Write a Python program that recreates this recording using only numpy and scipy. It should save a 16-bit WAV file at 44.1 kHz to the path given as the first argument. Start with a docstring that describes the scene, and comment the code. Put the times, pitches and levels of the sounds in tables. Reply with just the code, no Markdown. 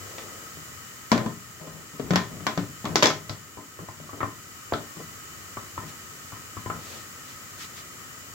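"""The lid of an aluminium pressure cooker is set down, slides and knocks round the rim, drops into the
lugs with a sharp clank and is twisted shut with duller knocks: each blow rings one bank of modes, coloured
by its kind, force and struck spot. Slides and scuffs are swells of coloured noise.
A gas ring hisses and rumbles throughout (steady noise, partly through narrow resonances).
A sleeve brushes past now and then, mostly near the end; a small kitchen adds a short tail."""
import sys
import numpy as np
from scipy import signal
from scipy.fft import rfft, irfft, next_fast_len
from scipy.io import wavfile

SR = 44100
rng = np.random.default_rng(int(sys.argv[2]) if len(sys.argv) > 2 else 0)


def bounce(signal):
    """Save signal as a 16-bit WAV file at the path given by the first command-line argument."""
    frames = np.transpose(np.atleast_2d(signal))
    limited = np.clip(frames, -1, 1)
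    pcm = np.round(limited * 32767).astype(np.int16)
    wavfile.write(sys.argv[1], SR, pcm)


N = 367785
TIME_S = np.arange(N) / SR
RING_TIME_S = np.arange(2 ** 15) / SR


def from_db(db):
    """Decibels to gain."""
    return 10 ** (np.asarray(db) / 20)


def rms_one(x):
    """Scale to unit power."""
    return x / np.sqrt(np.mean(x ** 2) + 1e-20)


def at_hz(points, hz):
    """Read a table on a log-frequency axis."""
    known_hz, values = np.transpose(points)
    return np.interp(np.log(np.maximum(hz, 1)), np.log(known_hz), values)


def add(out, sound, start_s):
    """Mix a sound in from a given time."""
    start = max(round(start_s * SR), 0)
    out[:, start:start + sound.shape[1]] += sound[:, :N - start]


def diffuse_noise(spectrum, size):
    """Stereo noise of a given colour; the two sides are most alike in the bass."""
    # left-right likeness of diffuse sound: hz, likeness (0-1)
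    likeness = [(60, 0.88), (260, 0.74), (520, 0.64), (1200, 0.13), (2500, 0.25), (14000, 0)]
    hz = np.arange(size // 2 + 1) * SR / size
    alike = np.clip(at_hz(likeness, hz), 0, 1)
    mid, side = rfft(rng.standard_normal((2, size)))
    common = np.sqrt((1 + alike) / 2) * mid
    opposed = np.sqrt((1 - alike) / 2) * side * np.array([[1], [-1]])
    return irfft((common + opposed) * from_db(at_hz(spectrum, hz)), size)


def steady_noise(spectrum):
    """Diffuse noise for the whole scene, unit power."""
    return rms_one(diffuse_noise(spectrum, size=next_fast_len(N, True))[:, :N])


def causal_filter(x, gain_db):
    """Minimum-phase filter from one gain per frequency bin: nothing sounds early."""
    cepstrum = irfft(np.log(from_db(gain_db)))
    half = len(cepstrum) // 2
    cepstrum[1:half] *= 2
    cepstrum[half + 1:] = 0
    return irfft(rfft(x) * np.exp(rfft(cepstrum)))


def decay(t60_s):
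    """An envelope that falls 60 dB in t60_s."""
    return from_db(-60 * RING_TIME_S / t60_s)


def ring(hz, level_db, t60_s):
    """One decaying vibration."""
    return from_db(level_db) * decay(t60_s) * np.sin(2 * np.pi * hz * RING_TIME_S)


def flame_ports():
    """Turbulence at the burner, ringing in narrow resonances under the pot."""
    # resonances that colour the flame's hiss: hz, width_hz, relative_db
    ports = [(1091, 55, -8.5), (1233, 46, -15.5), (1274, 69, 1.5), (1503, 230, -10), (1833, 20, 0.5),
             (1983, 33, -2), (2350, 340, -12.5), (2924, 69, -8), (3042, 16.5, -2)]
    out = 0
    noise = steady_noise([(300, 0), (4000, 0)])  # white
    for k, (hz, width_hz, db) in enumerate(ports):
        radius = np.exp(-np.pi * width_hz / SR)
        poles = [1, -2 * radius * np.cos(2 * np.pi * hz / SR), radius * radius]
        gain = from_db(db) * (1 - radius * radius) / 2
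        # offset by k seconds, so the resonances are fed independently
        feed = np.roll(noise, k * SR, axis=1)
        out = out + gain * signal.lfilter([1, 0, -1], poles, feed)
    return rms_one(out)


def burner():
    """Gas hisses through the jet, sings in the ports and burns with a low rumble; all swell together."""
    # common level of the three voices: time_s, level_db
    level_points = [(0.0, -48.5), (0.63, -49.5), (1.58, -52.5), (2.79, -51), (3.6, -54), (5.06, -50),
                    (7.76, -50), (8.34, -50.5)]
    # spectra of jet hiss and combustion rumble: hz, relative_db
    jet_spectrum = [(1500, -7), (2600, -6.5), (3600, -3), (5000, 1.5), (6200, 1.5), (6700, 7), (7400, 7),
                    (7900, 3.5), (8500, -3.5), (11500, -5.5), (14000, -1), (16000, -1.5)]
    rumble_spectrum = [(20, -16), (45, -7), (70, -7), (92, 4.5), (120, 0), (160, -3.5), (250, -3),
                       (400, -7), (600, -11.5), (900, -15.5), (2000, -15), (6000, -29)]
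    jet_db, port_db, rumble_db = 5.5, 3, 0  # against the common level
    left_lag_samples = 6  # the burner is to the right
    level = from_db(np.interp(TIME_S, *np.transpose(level_points)))
    hiss = from_db(jet_db) * steady_noise(jet_spectrum)
    flame = from_db(port_db) * flame_ports()
    rumble = from_db(rumble_db) * steady_noise(rumble_spectrum)
    left, right = level * (hiss + flame + rumble)
    return np.array([np.roll(left, left_lag_samples), right])


def rubbing(strokes, spectrum):
    """Friction noise that swells and fades with each stroke."""
    swell = sum(from_db(db) * np.exp(-((TIME_S - mid_s) / half_s) ** 2) for mid_s, half_s, db in strokes)
    return swell * steady_noise(spectrum)


def sleeve_brushes():
    """Cloth friction: soft swells of mostly bright noise."""
    # strokes of the sleeve: middle_s, half_length_s, level_db
    brushes = [(.2, 0.048, -48), (5.894, 0.025, -47), (6.925, 0.11, -44), (7.305, 0.052, -48.5),
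               (7.625, 0.038, -39), (7.786, 0.038, -44)]
    # cloth noise: hz, relative_db
    sleeve_spectrum = [(100, -11), (450, -31), (900, -0.5), (2200, 6), (4500, 5), (7500, 2), (9000, -6),
                       (16000, -10)]
    return rubbing(brushes, sleeve_spectrum)


def hand_scuffs():
    """Skin friction on the lid and its handle: swells of noise centred in the low mids."""
    # strokes of the hands: middle_s, half_length_s, level_db
    scuffs = [(.2, 0.27, -48.5), (1.22, 0.072, -34.5), (1.66, 0.066, -46.5), (5.0, 0.028, -47.5),
              (4.19, 0.022, -45), (6.93, 0.11, -48.5)]
    # scuff noise: hz, relative_db
    scuff_spectrum = [(120, -13), (300, -2), (430, 5.5), (650, 0), (1000, -9), (4000, -46)]
    return rubbing(scuffs, scuff_spectrum)


def rim_slides():
    """The rim slides on the pot: low groaning friction noise."""
    # strokes of the rim: middle_s, half_length_s, level_db
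    slides = [(1.77, 0.084, -44.5), (2.07, 0.072, -38.5), (2.33, 0.045, -42.5), (2.42, 0.089, -45),
              (2.66, 0.052, -53), (2.92, 0.051, -34), (3.36, 0.028, -51), (3.83, 0.02, -41.5),
              (5.88, 0.077, -48), (6.76, 0.062, -40.5)]
    # groan of the sliding rim: hz, relative_db
    groan_spectrum = [(50, -5), (100, -5), (125, -37), (160, 9.5), (210, -4), (330, -9.5), (500, -11),
                      (900, -17), (3000, -37)]
    return rubbing(slides, groan_spectrum)


def crack(contact_db):
    """The contact itself and its first reflections, which reach the two sides at different times."""
    # reflections from hob, wall and cabinet: left_delay_s, right_delay_s, relative_db
    echoes = [(.0012, 0.001, 4.5), (.0026, 0.0025, -17), (.0051, .0044, -5), (.0083, .0091, -32)]
    out = np.zeros((2, len(RING_TIME_S)))
    out[:, 0] = 1
    for k, (left_s, right_s, db) in enumerate(echoes):
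        polarity = (-1) ** (k + 1)
        out[[0, 1], [round(left_s * SR), round(right_s * SR)]] += from_db(db) * polarity
    return from_db(contact_db) * out


def wash(fades, sheet_db, sheet_t60_s, room_db):
    """Countless short-lived modes of the sheet metal as noise, plus the kitchen's tail, band by band."""
    noise = diffuse_noise([(1, 0), (2, 0.01)], size=len(RING_TIME_S))  # practically flat
    spectrum = rfft(noise)
    tail = sum(irfft(spectrum * band) * fade for band, fade in fades)
    return from_db(sheet_db) * noise * decay(sheet_t60_s) + from_db(room_db) * tail


def blow_colour(hz, clank_db, low_db, body_db, edge_db, bite_hz, bite_db, bite_octaves=0.23):
    """Spectrum of one blow in dB: the edge brightens with force, the struck spot adds a peak (rim bite)."""
    # colour common to all contacts: hz, relative_db
    contact = [(35, -40), (70, -9), (110, 9), (200, 7.5), (340, 12), (500, 5.5), (850, 4), (1250, 0.5),
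               (2250, 0.5), (2650, -3), (3500, 1), (7200, -5.5), (8600, -21.5), (15500, -20)]
    # a harder blow has a shorter contact: extra dB of edge per dB above a firm blow
    firm_blow_db, edge_per_db = -14.5, 0.11
    top_db = clank_db + edge_db + edge_per_db * (clank_db - firm_blow_db)
    points = [(170, low_db), (480, body_db), (900, clank_db), (1350, clank_db), (3600, top_db)]
    broad_db = at_hz(points, hz)
    octaves = np.log2(np.maximum(hz, 1) / bite_hz)
    peak = from_db(bite_db) * np.exp(-(octaves / bite_octaves) ** 2)
    return 20 * np.log10(np.hypot(from_db(broad_db), peak)) + at_hz(contact, hz)


def landings(hz):
    """The lid lands and rocks on the rim; its flexing pitch varies with its support."""
    # start_s, clank_db, thump_db, thump_hz, bite_hz, bite_db
    landing_blows = [(1.117, -12, -16, 224, 1040, -9), (1.127, -21, -20, 240, 348, -25),
                     (1.178, -23, -23, 218, 1550, -18), (1.261, -30.5, -24, 222, 1030, -20.5),
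                     (1.997, -32.5, -27, 262, 423, -19.5), (2.107, -20, -16.5, 180, 700, -23),
                     (2.135, -22.5, -22, 182, 1650, -23), (2.158, -11.5, -22.5, 190, 1090, -25),
                     (2.467, -15.5, -28, 215, 1070, -32), (2.576, -22.5, -19.5, 180, 600, -28),
                     (2.844, -35, -27.5, 236, 900, -28), (2.854, -23.5, -26, 231, 1070, -18),
                     (2.872, -37, -34, 157, 600, -29)]
    for start_s, clank_db, thump_db, thump_hz, bite_hz, bite_db in landing_blows:
        body_db = (clank_db + thump_db) / 2 - 3
        colour_db = blow_colour(hz, clank_db, thump_db, body_db, -8, bite_hz, bite_db)
        yield start_s, colour_db, thump_db, thump_hz


def clashes(hz):
    """Bare metal edges clash with a wide rim bite, loudest as the lid drops into the lugs."""
    # start_s, clank_db, thump_db, bite_hz
    clash_blows = [(.183, -35, -61, 2330), (2.957, -14, -24.5, 5500), (3.025, -14.5, -28.5, 2920),
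                   (3.030, -13.5, -18.5, 5700), (3.040, -16, -32.5, 2000), (3.057, -15, -43, 5900),
                   (3.069, -18.5, -40, 6000), (3.102, -24.5, -37, 1280), (3.295, -30, -41, 4900),
                   (4.736, -30, -53, 3580)]
    loose_lid_hz = 309.6
    body_db, edge_db, bite_db = -3, -3, 1.5  # against the clank
    for start_s, clank_db, thump_db, bite_hz in clash_blows:
        colour_db = blow_colour(hz, clank_db, thump_db, clank_db + body_db, edge_db,
                                bite_hz, clank_db + bite_db, bite_octaves=0.46)
        yield start_s, colour_db, thump_db, loose_lid_hz


def gasket_knocks(hz):
    """The lid, twisted shut, knocks through its gasket; the rubber muffles the treble."""
    # start_s, clank_db, thump_db, body_db, bite_hz
    knock_blows = [(3.295, -53, -30.5, -40.5, 1100), (3.572, -37, -38.5, -34.5, 966),
                   (3.79, -39, -40, -34.5, 1135), (3.886, -35.5, -38.5, -43, 946),
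                   (4.092, -40, -43, -51, 1230), (4.131, -40, -40, -31.5, 1200),
                   (4.205, -23, -35, -36, 1170), (4.212, -30.5, -41, -37, 1870),
                   (4.230, -23.5, -28, -26, 1160), (4.723, -24.5, -30.5, -19.5, 760),
                   (4.736, -24.5, -31, -29, 1360), (5.570, -30, -39, -36.5, 1150),
                   (5.778, -28.5, -33.5, -39.5, 990), (6.322, -35.5, -37, -48, 1030),
                   (6.569, -35, -30.5, -45, 1110), (6.66, -30.5, -30.5, -36, 946),
                   (6.700, -24.5, -37.5, -32, 1315)]
    seated_lid_hz, gasket_hz = 103.9, 2670
    edge_db, bite_db = -11.5, 8.5  # against the clank
    gasket_db = -10 * np.log10(1 + (hz / gasket_hz) ** 6)
    for start_s, clank_db, thump_db, body_db, bite_hz in knock_blows:
        colour_db = blow_colour(hz, clank_db, thump_db, body_db, edge_db, bite_hz, clank_db + bite_db)
        yield start_s, colour_db + gasket_db, thump_db, seated_lid_hz


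def bumps(hz):
    """Soft bumps that mainly flex the lid."""
    # start_s, thump_db
    bump_blows = [(.572, -39.5), (1.610, -37.5), (1.673, -36.5), (1.935, -40), (2.369, -37.5),
                  (2.406, -34.5), (4.001, -39), (4.041, -42), (4.968, -36), (5.003, -37.5), (5.835, -39)]
    bump_hz, bite_hz = 160, 600
    for start_s, thump_db in bump_blows:
        clank_db, body_db = thump_db - 6, thump_db - 5
        colour_db = blow_colour(hz, clank_db, thump_db, body_db, -6, bite_hz, bite_db=clank_db)
        yield start_s, colour_db, thump_db, bump_hz


def blows(hz):
    """Every contact as (start_s, colour_db, thump_db, thump_hz)."""
    for kind in (landings, clashes, gasket_knocks, bumps):
        yield from kind(hz)


def lid(modes_db, thump_t60_s, spread_db, build_s):
    """Every blow rings the same cooker; its kind, its force and the struck spot set its colour."""
    # ringing of lid and pot: hz, relative_db, t60_s
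    cooker_modes = [(96.5, -4.5, 0.18), (154.8, -6, 0.51), (180, -7, 0.28), (231, -2.5, 0.32),
                    (287.5, -1, 0.34), (410, -8.5, 0.4), (478, -17, 0.13), (574, -15.5, 0.46),
                    (627.5, 0, 0.27), (700, -4.5, 0.21), (802, -26, 0.59), (1030, 1, 0.28),
                    (1071, 5.5, 0.026), (1142, 9, 0.051), (1280, -13, 0.1), (1311, 6.5, 0.12),
                    (1475, -3, 0.22), (1680, -11, 0.17), (1820, 0, 0.33), (2207, -0.5, 0.13),
                    (2350, -3, 0.16), (3300, -8, 0.36), (3410, -29, 0.17), (3420, 5.5, 0.16),
                    (3950, 0, 0.14), (4400, -8, 0.12), (5120, 3.5, 0.11), (5170, -5, 0.11),
                    (5350, -5, 0.11), (5450, -4, 0.21)]
    # dying away of the kitchen: hz, t60_s
    kitchen = [(100, 0.81), (250, 0.42), (700, 0.26), (2000, 0.28), (6000, 0.26), (14000, 0.18)]
    out = np.zeros((2, N))
    hz = np.fft.rfftfreq(len(RING_TIME_S), 1 / SR)
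    build_up = 1 - np.exp(-RING_TIME_S / build_s)
    fades = []
    for centre_hz, t60_s in kitchen:
        band = at_hz([(f, f == centre_hz) for f, _ in kitchen], hz)
        fades.append((band, decay(t60_s) * build_up))
    rings = np.array([ring(*mode) for mode in cooker_modes])
    high = np.array(cooker_modes)[:, 0] > 1300
    for start_s, colour_db, thump_db, thump_hz in blows(hz):
        # each blow feeds the modes unevenly; high modes reach the two sides with unrelated signs
        strengths = from_db(modes_db + spread_db * rng.standard_normal(len(rings)))
        signs = np.where(high, rng.choice([-1, 1], (2, len(rings))), 1)
        metal = (strengths * signs) @ rings + crack(contact_db=19.0)
        metal = metal + wash(fades, sheet_db=7.0, sheet_t60_s=0.027, room_db=-1.0)
        # the lid flexes as a whole, at a pitch set by how it is held and supported
        thump = ring(thump_hz, thump_db, thump_t60_s)
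        add(out, causal_filter(metal, colour_db) + thump, start_s)
    return out


def scene():
    """Burner, sleeve, hands, sliding rim and ringing lid together."""
    background = burner() + sleeve_brushes()
    handling = hand_scuffs() + rim_slides()
    return background + handling + lid(modes_db=-19.5, thump_t60_s=0.19, spread_db=3.5, build_s=0.0081)


def record(dry):
    """Two small microphones, thin in the deep bass; peaks are held at full scale and the top is cut."""
    # the left microphone is nearer the pot: hz, left_minus_right_db
    balance = [(70, 10), (150, 4.5), (300, 3.5), (700, 3), (2800, 1.5), (5500, 2.5), (8000, -0.2),
               (15000, -1.2)]
    bass_cut_hz, top_cut_hz = 58.0, 16050
    size = next_fast_len(N, True)
    left_db = at_hz(balance, np.fft.rfftfreq(size, 1 / SR))
    heard = irfft(rfft(dry, size) * from_db([left_db / 2, -left_db / 2]), size)[:, :N]
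    heard = signal.sosfilt(signal.butter(3, bass_cut_hz, "high", fs=SR, output="sos"), heard)
    held = np.clip(heard, -1, 1)
    return signal.sosfilt(signal.ellip(12, .1, 80, top_cut_hz, fs=SR, output="sos"), held)


dry = scene()
out = record(dry)
bounce(out)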